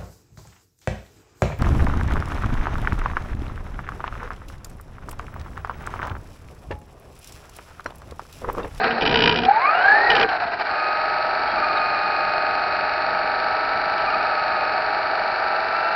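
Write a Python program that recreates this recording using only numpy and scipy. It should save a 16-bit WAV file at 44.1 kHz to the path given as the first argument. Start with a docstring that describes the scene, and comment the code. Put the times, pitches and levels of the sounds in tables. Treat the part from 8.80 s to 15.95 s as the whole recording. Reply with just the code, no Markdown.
"""The gears of a small electric model truck, heard from a camera inside its plastic shell. The pinion whines on
a 54-tooth spur gear as a swept sine and its octave; noise shaped by the worn teeth repeats in part with every
turn, and the gearbox adds a lower, fuzzy moan. In sharp turns the tyre lugs rattle on the shell as ringing
modes and the floor pan hums; jolts from gear slack and from bumps in the street shake the loose shell above a
filtered-noise road rumble, with a few thin squeaks."""
import sys
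import numpy as np
from scipy import signal
from scipy.fft import rfft, irfft
from scipy.io import wavfile

SR = 44100
rng = np.random.default_rng(int(sys.argv[2]) if len(sys.argv) > 2 else 0)


def transcribe(signal):
    """Save signal, clipped to [-1, 1], as a 16-bit WAV file at the path in sys.argv[1]."""
    frames = np.atleast_2d(signal).T
    limited = np.clip(frames, -1, 1)
    pcm = np.round(limited * 32767).astype(np.int16)
    wavfile.write(sys.argv[1], SR, pcm)


N = 315315

# ringing modes of the plastic shell: (f/Hz, width/Hz, relative level/dB)
SHELL_MODES = [(850, 67, -15.5), (961, 37, -13), (1458, 56, -11), (1850, 250, -2.5), (2447, 78, -5.5),
               (2900, 224, 2), (3166, 350, 2.5), (3850, 360, -4), (4670, 240, -11), (4920, 180, -12),
               (5510, 180, -16)]


def gain_of(db):
    """Decibels to a factor."""
    return 10 ** (np.asarray(db) / 20)


def evened(x):
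    """Scales to rms 1."""
    return x / np.sqrt(np.mean(x ** 2) + 1e-20)


def curves(rows):
    """Every column of a table after its times, drawn as a line through the points."""
    s, *columns = np.transpose(rows)
    t = np.arange(N) / SR
    return [np.interp(t, s, column) for column in columns]


def coloured(x, points):
    """Imposes a spectrum, almost silent outside its ends, and scales to rms 1."""
    hz, db = np.transpose(points)
    f = np.fft.rfftfreq(N, 1 / SR)
    # straight lines in dB over log frequency
    spectrum_db = np.interp(np.log(f + 1), np.log(hz + 1), db, -90, -90)
    return evened(irfft(rfft(x) * gain_of(spectrum_db), N))


def ring(modes):
    """Impulse response of decaying modes of alternate sign, peak 1; wider modes die sooner."""
    t = np.arange(SR // 8) / SR
    out = np.zeros(len(t))
    for k, (hz, width, db) in enumerate(modes):
        decay = np.exp(-np.pi * width * t)
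        out += (-1) ** k * gain_of(db) * decay * np.sin(2 * np.pi * hz * t)
    return out / abs(out).max()


def slow(hz):
    """Random wander of rms 1, up to about hz."""
    b, a = signal.butter(2, hz, fs=SR)
    return evened(signal.lfilter(b, a, rng.standard_normal(N)))


def add(mix, s, sound):
    """Mixes a sound in at s seconds."""
    part = mix[round(s * SR):][:len(sound)]
    part += sound[:len(part)]


def spell(start, end, edge_s):
    """A gate from 0 to 1 and back, with soft edges."""
    t = np.arange(N) / SR
    return np.clip(np.minimum(t - start, end - t) / edge_s, 0, 1)


def drive_line():
    """Meshing rate with the twist around each bump, torque, turns of the heavy spur gear, and shaking."""
    # speed of the drive line: (t/s, tooth meshing f/Hz, torque on the teeth as whine level/dB)
    speed = [(0.62, 731, -56), (0.65, 737, -19), (0.715, 810, -16.5), (0.74, 864, -28.5),
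             (0.775, 878, -15.5), (0.8, 978, -25), (0.89, 1236, -19), (1.05, 1577, -23.5),
             (1.15, 1745, -20), (1.25, 1911, -24), (1.31, 1872, -20), (1.35, 1740, -32), (1.45, 1592, -40),
             (1.86, 1332, -44), (1.9, 1240, -38), (2.04, 1251, -28), (2.72, 1310, -29.5),
             (2.84, 1258, -26.5), (3.1, 1237, -27.5), (4.2, 1272, -28.5), (5.15, 1320, -26.5),
             (5.45, 1293, -26.5), (5.82, 1252, -27.5), (6.0, 1288, -28), (7.15, 1351, -25)]
    # a wheel takes a crack and the drive line rings in twist: (t/s of deepest sag, depth/Hz, dying time/s)
    bumps = [(2.781, 99.94, 0.11), (3.17, 35, .04), (5.283, 109, 0.16), (6.465, 40.06, .04)]
    teeth, twist_hz, twist_rise_s, full_bump_hz = 54, 16.07, 0.025, 100
    hz, torque_db = curves(speed)
    turns = np.cumsum(hz) / SR / teeth  # the heavy gear ignores the twist
    t = np.arange(N) / SR
    twist, shaken = np.zeros(N), np.zeros(N)
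    for s, depth_hz, dying_s in bumps:
        shake = depth_hz * np.exp(-np.maximum((t - s) / dying_s, (s - t) / twist_rise_s))
        twist += shake * np.cos(2 * np.pi * twist_hz * (t - s))
        shaken += shake / full_bump_hz
    return hz - twist, torque_db, turns, shaken


def surging():
    """Rise in dB of the gear noise as the gears, off the throttle, knock through their slack."""
    # surges: (start t/s, length/s, rise/dB)
    surges = [(0.04, 0.045, 5.5), (1.487, 0.092, 6), (1.598, 0.057, 7.5), (1.664, .03, 4),
              (1.716, 0.033, 7), (1.793, 0.034, 9)]
    edge_s = 0.0027
    return sum(db * spell(s, s + length, edge_s) for s, length, db in surges)


def off_centre(turns):
    """The spur gear runs a little off centre: a swing from -1 to 1 once a turn."""
    return np.cos(2 * np.pi * (turns - 0.25))


def rubbing(column):
    """One dB column of the tyre rubs as gains and gates: hardest once, easing towards both ends."""
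    # tyres rub: (start t/s, hardest t/s, end t/s, low pan mode level/dB, high pan mode level/dB,
    #             lug thud level/dB, rumble rise/dB); the levels hold at the hardest moment
    rubs = [(0.0, .1, 0.196, -27.5, -31, -40, -10), (0.21, .46, .7, -29.5, -24.5, -24, 18),
            (1.284, 1.452, 1.47, -45, -22.5, -32.5, -7)]
    start_db, end_db, edge_s = -4, -8, 0.0064  # easing at either end, length of the gate's edges
    t = np.arange(N) / SR
    spells = []
    for row in rubs:
        start, hardest, end = row[:3]
        easing_db = np.interp(t, [start, hardest, end], [start_db, 0, end_db])
        spells.append((gain_of(row[column] + easing_db), spell(start, end, edge_s)))
    return spells


def road():
    """Tyres rolling on rough asphalt, felt through the chassis: low noise that shifts with rubs and bumps."""
    # base level of the rumble: (t/s, level/dB)
    road_level = [(0.0, -45), (0.9, -48.5), (1.1, -45), (1.4, -43), (2.0, -47.5), (2.7, -43), (3.3, -45),
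                  (4.3, -44), (5.8, -45), (7.15, -47)]
    # colour of the rumble: (f/Hz, relative level/dB)
    rumble_colour = [(12, -46.5), (20, -9), (54, -4.5), (177, -5.5), (206, -2.5), (236, -6.5), (297, 0.5),
                     (436, -9.5), (466, -15.5), (520, -9), (680, -32.5), (1140, -120)]
    bump_rise_db = 3  # at the deepest sag of a full bump
    rub = np.ones(N)
    for gain, gate in rubbing(column=6):
        rub *= gain ** gate  # the gate fades the change in dB
    _, _, _, shaken = drive_line()
    level_db = curves(road_level)[0] + bump_rise_db * shaken + 1.3 * slow(23.0)
    return rub * gain_of(level_db) * coloured(rng.standard_normal(N), rumble_colour)


def squeaks():
    """Brief thin tones, each swelling and fading while its pitch follows an arc."""
    # squeaks: (t/s, length/s, start f/Hz, middle f/Hz, end f/Hz, rms level at the fullest/dB)
    squeak_list = [(2.652, 0.099, 2900, 3287, 3050, -46), (2.965, 0.024, 3858, 3850, 3600, -33),
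                   (5.19, 0.06, 3100, 3200, 2750, -50)]
    out = np.zeros(N)
    for s, length, start_hz, middle_hz, end_hz, db in squeak_list:
        u = np.linspace(0, 1, round(length * SR))
        arc = np.polyfit([0, 0.5, 1], [start_hz, middle_hz, end_hz], 2)
        phase = 2 * np.pi * np.cumsum(np.polyval(arc, u)) / SR
        add(out, s, gain_of(db) * np.sqrt(2) * np.sin(np.pi * u) * np.sin(phase))
    return out


def floor_pan(steady=0.27):
    """Rubbing noise keeps two modes of the floor pan humming, more evenly than chance alone."""
    # modes of the floor pan: (f/Hz, width/Hz)
    pan_modes = [(235, 8.1), (452, 28)]
    out = np.zeros(N)
    for (hz, width), spells in zip(pan_modes, [rubbing(column=3), rubbing(column=4)]):
        mode = ring([(hz, width, 0)])
        hum = evened(signal.fftconvolve(rng.standard_normal(N), mode)[:N])
        envelope = abs(signal.hilbert(hum))
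        hum = evened(hum / (envelope + 0.2) ** steady)
        out += sum(gain * gate for gain, gate in spells) * hum
    return out


def jolts():
    """A jolt from the gears knocking through their slack, or from a bump, shakes the loose shell for a moment:
    a clump of tiny knocks rings its modes."""
    # jolts: (t/s, peak level/dB, dying time of the shaking/s)
    jolt_list = [(0.038, -15.5, 0.013), (0.103, -19, 0.022), (0.175, -32, 0.033), (1.489, -20, 0.016),
                 (1.53, -43, 0.03), (1.6262, -50, 0.03), (1.664, -32, 0.03), (1.7205, -34, 0.03),
                 (1.7985, -30, 0.017), (1.8421, -34, 0.034), (1.879, -39, 0.028), (2.802, -35, 0.026),
                 (2.98, -27, 0.02), (5.1755, -24, 0.024), (5.305, -32, 0.023), (5.4267, -28, 0.021)]
    out, shell = np.zeros(N), ring(SHELL_MODES)
    t = np.arange(4000) / SR
    for s, db, length in jolt_list:
        knocks = rng.standard_normal(len(t)) ** 3  # cubing leaves sparse, spiky knocks
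        shake = signal.fftconvolve(knocks * np.exp(-(t / length) ** 2), shell)
        add(out, s, gain_of(db) * shake / abs(shake).max())
    return out


def lugs(scrape_s=0.0056, rise_s=0.0013, rebound_s=0.003, rebound=0.66):
    """Each rubber lug snaps past the wheel arch and rebounds, ringing the shell and thudding the chassis."""
    # lugs striking the shell: (t/s, strike level/dB)
    strikes = [(0.2092, -8.5), (0.22, -6.5), (0.231, -11), (0.2525, -8.5), (0.2611, -2.5), (0.274, -3),
               (0.2933, -7), (0.311, -6), (0.3245, -7.5), (0.3418, -1), (0.3565, -1.5), (0.3719, -3),
               (0.389, -4.5), (0.4048, -3.5), (0.4207, 0), (0.4378, 1), (0.4569, 1), (0.4746, 2),
               (0.4935, -0.3), (0.511, -6), (0.5237, -6), (0.542, -12), (0.5586, -5), (0.5724, -7),
               (0.5871, -6.5), (0.6014, -15), (0.618, -14.5), (0.634, -10.5), (0.65, -6.5), (1.3014, -0.5),
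               (1.3146, -5), (1.3323, -16), (1.3517, -3.5), (1.3646, -4), (1.3802, -13), (1.3965, -3.5),
               (1.4115, -4.5), (1.4289, -5)]
    # modes of the chassis thud: (f/Hz, width/Hz, relative level/dB)
    thud_modes = [(59, 30, -16.5), (120, 100, -23.5), (171, 14, 4)]
    gritty, thud_spread_db = 0.06, 1  # scraping against the snap, scatter of the thuds
    out, shell = np.zeros(N), ring(SHELL_MODES)
    t = np.arange(600) / SR
    soft_push = np.hanning(SR // 200) * 400 / SR  # rubber gives way for 5 ms
    thud = signal.fftconvolve(ring(thud_modes), soft_push)
    snap = (t == 0) + rebound * (np.arange(len(t)) == round(rebound_s * SR))
    push = sum(gain * gate for gain, gate in rubbing(column=5))
    for s, db in strikes:
        scrape = gritty * rng.standard_normal(len(t)) * np.exp(-t / scrape_s)
        hit = signal.fftconvolve(snap + scrape, shell)
        hit *= 1 - np.exp(-np.arange(len(hit)) / SR / rise_s)  # softens the attack
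        add(out, s, gain_of(db) * hit)
        scatter = gain_of(thud_spread_db * rng.standard_normal())
        add(out, s, push[round(s * SR)] * scatter * thud)
    return out


def moan(blur=0.02, surge_share=0.55):
    """Lower gearbox moan while braking, pulling away and coasting: a trembling sine, throbbing each turn."""
    # moan: (t/s, f/Hz, rms level before the throb and surges/dB)
    moan_path = [(0.0, 770, -29), (0.16, 770, -35), (0.3, 790, -32), (0.36, 790, -61), (0.8, 720, -65.5),
                 (0.87, 720, -35), (1.0, 750, -25), (1.14, 815, -22.5), (1.33, 820, -25.5),
                 (1.44, 790, -32), (1.47, 745, -33.5), (1.7, 695, -36), (1.85, 730, -44), (1.9, 730, -64)]
    throb_depth_db, loudest_at = 6.5, 0.41  # swing either way, place in the turn
    hz, db = curves(moan_path)
    _, _, turns, _ = drive_line()
    throb_db = throb_depth_db * np.cos(2 * np.pi * (turns - loudest_at))
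    phase = 2 * np.pi * np.cumsum(hz * (1 + blur * slow(84.0))) / SR
    return np.sqrt(2) * gain_of(db + throb_db + surge_share * surging()) * np.sin(phase)


def gear_noise(repeat=0.88, knock=0.073, patchy_db=0.25):
    """Tooth noise from random chatter and flaws that repeat each turn, knocking at the worn places."""
    # noise of the gear train: (t/s, grind level/dB, drone against grind before a fixed cut/dB,
    #                           fizz against grind/dB)
    load = [(0.0, -25, 2, -11.5), (0.1, -26, -1.5, -12), (0.2, -28.5, 6.5, -8.5), (0.3, -30, 5.5, -10),
            (0.52, -28, 1.5, -15), (0.61, -36.5, 9.5, -11), (0.67, -28.5, -4.5, -13), (0.87, -24, 0, -18.5),
            (1.02, -22.5, 1.5, -16.5), (1.25, -23, 5.5, -12.5), (1.44, -20.5, 0.5, -16.5),
            (1.46, -29, -0.5, -15), (1.6, -33.5, 3, -14), (1.84, -33, 1, -12), (1.86, -26.5, -2, -13),
            (2.05, -26.5, 1, -12.5), (2.85, -26, 1.5, -12), (3.3, -26, 1, -12), (7.15, -26, 2, -12.5)]
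    # orders of the spur gear turn that stand out: (multiple of the turn, level against the chatter/dB)
    order_lines = [(25, -30), (26, -21), (27, -21), (30, -30), (31, -24), (32, -25), (33, -28), (34, -22),
                   (35, -24), (36, -25), (37, -30), (39, -17), (48, -27), (51, -25), (52, -25), (55, -27)]
    # worn places on the spur gear: (share of the turn, knock rise/dB)
    worn_places = [(0.023, 4.5), (0.17, 3), (0.45, 8.5), (0.699, 0)]
    # colours of the gear train in the shell, low to high: (f/Hz, relative level/dB)
    drone_colour = [(220, -39), (380, -13.5), (550, -14.5), (623, -6.5), (680, -5.5), (721, -6),
                    (813, -4.5), (857, -7), (933, -12.5), (993, -19.5), (1100, -43), (1430, -41.5),
                    (2420, -120)]
    grind_colour = [(620, -43.5), (1050, -14.5), (1200, -8), (1400, -7.5), (1580, -4), (1750, -10),
                    (1960, -12), (2110, -16.5), (2280, -11), (2520, -15.5), (2690, -18.5), (3400, -33),
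                    (4420, -60), (7480, -120)]
    fizz_colour = [(1880, -50.5), (3200, -36), (3520, -10), (3920, 2.5), (4290, 7.5), (4720, 1.5),
                   (5090, -5), (5700, -15), (7410, -65), (12500, -120)]
    _, _, turns, _ = drive_line()
    grind_db, drone_db, fizz_db = curves(load)

    # each worn place gives a knock that dies within a small share of the turn
    knock_db = sum(db * np.exp(-((turns - at) % 1) / knock) for at, db in worn_places)
    knocks = gain_of(knock_db + patchy_db * slow(64.0))
    # one random surface around the gear, read again every turn
    flaws = np.interp(turns % 1 * 512, np.arange(513), rng.standard_normal(513))
    chatter = rng.standard_normal(N)
    lines = np.zeros(N)
    for order, db in order_lines:
        phase = 2 * np.pi * (order * turns + rng.random())
        lines += gain_of(db + 0.5 * slow(18.0)) * np.sin(phase)

    teeth = evened((chatter + repeat * evened(flaws)) * knocks)
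    drone = coloured(evened(chatter * np.sqrt(knocks)) + lines, drone_colour)
    grind = coloured(teeth + lines, grind_colour)
    fizz = coloured(teeth * gain_of(0.82 * off_centre(turns)), fizz_colour)
    blend = gain_of(drone_db - 1.5) * drone + grind + gain_of(fizz_db) * fizz
    return gain_of(grind_db + surging()) * blend


def passed_db(hz):
    """Level of a pure tone through the shell at each pitch."""
    # passage through the shell: (f/Hz, level/dB)
    passes = [(700, 9.5), (800, 8.5), (980, -1.5), (1240, 2), (1320, -4.5), (1490, -4), (1590, 5.5),
              (1900, 1.5), (2250, 11), (2400, 12.5), (2490, 8.5), (2620, -7), (2780, 6), (3000, -1.5),
              (3200, -9), (3500, -25)]
    return np.interp(hz, *np.transpose(passes))


def gear_whine():
    """Whine at the tooth meshing rate and its octave, uneven in pitch and level, more so under strain."""
    wobble, flutter_db = 0.002, 1.3  # rms unevenness in pitch (share) and level
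    strain_wobble, strain_flutter_db = 0.011, 2.5  # pitch stumble (share) and extra flutter at full strain
    # the gears judder as the throttle takes up the slack
    judder_s, judder_hz, judder_db, judder_fade_s = 0.665, 39.5, 9, 0.09  # dips to twice judder_db
    off_centre_db, off_centre_hz = 2.5, 1940  # throb once a turn: its depth at this meshing rate
    octave_db = -16.5
    hz, torque_db, turns, _ = drive_line()

    strain = np.clip((torque_db + 29) / 4, 0, 1)  # from -29 dB, full at -25 dB of torque
    once_a_turn = np.sin(2 * np.pi * (turns - 0.3))
    stumble = strain_wobble * strain * (once_a_turn + 0.67 * slow(36.0))
    meshes = np.cumsum(hz * (1 + wobble * slow(25.0) + stumble)) / SR

    since = np.arange(N) / SR - judder_s
    judder = judder_db * (np.cos(2 * np.pi * judder_hz * since) - 1) * np.exp(-(since / judder_fade_s) ** 2)
    throb = off_centre_db * off_centre(turns) * (hz / off_centre_hz) ** 3  # grows with speed
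    level_db = torque_db + strain_flutter_db * strain * slow(53.0) + judder + throb

    tone_db = passed_db(hz) + level_db + flutter_db * slow(82.0)
    upper_db = passed_db(2 * hz) + octave_db + level_db + flutter_db * slow(33.0)
    tone = np.sin(2 * np.pi * meshes) * gain_of(tone_db)
    octave = np.sin(4 * np.pi * meshes) * gain_of(upper_db)
    return np.sqrt(2) * (tone + octave)


def scene():
    """Everything reaches one microphone inside the shell."""
    background = road() + squeaks() + floor_pan()
    knocks = jolts() + lugs()
    gearbox = moan() + gear_noise() + gear_whine()
    return (background + knocks + gearbox)[None]


def record(dry, dull_hz=5720.0):
    """The small camera saturates on the loudest knocks, dulls the top and cuts it off steeply."""
    full, edge_hz = 0.8, 6300  # level where the input saturates, upper edge in Hz
    held = dry / (1 + (dry / full) ** 4) ** 0.25
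    dulled = signal.sosfilt(signal.butter(4, dull_hz, fs=SR, output="sos"), held)
    steep = signal.firwin(511, edge_hz, window=("kaiser", 9), fs=SR)
    return signal.oaconvolve(dulled, steep[None], "same")


dry = scene()
out = record(dry)
transcribe(out)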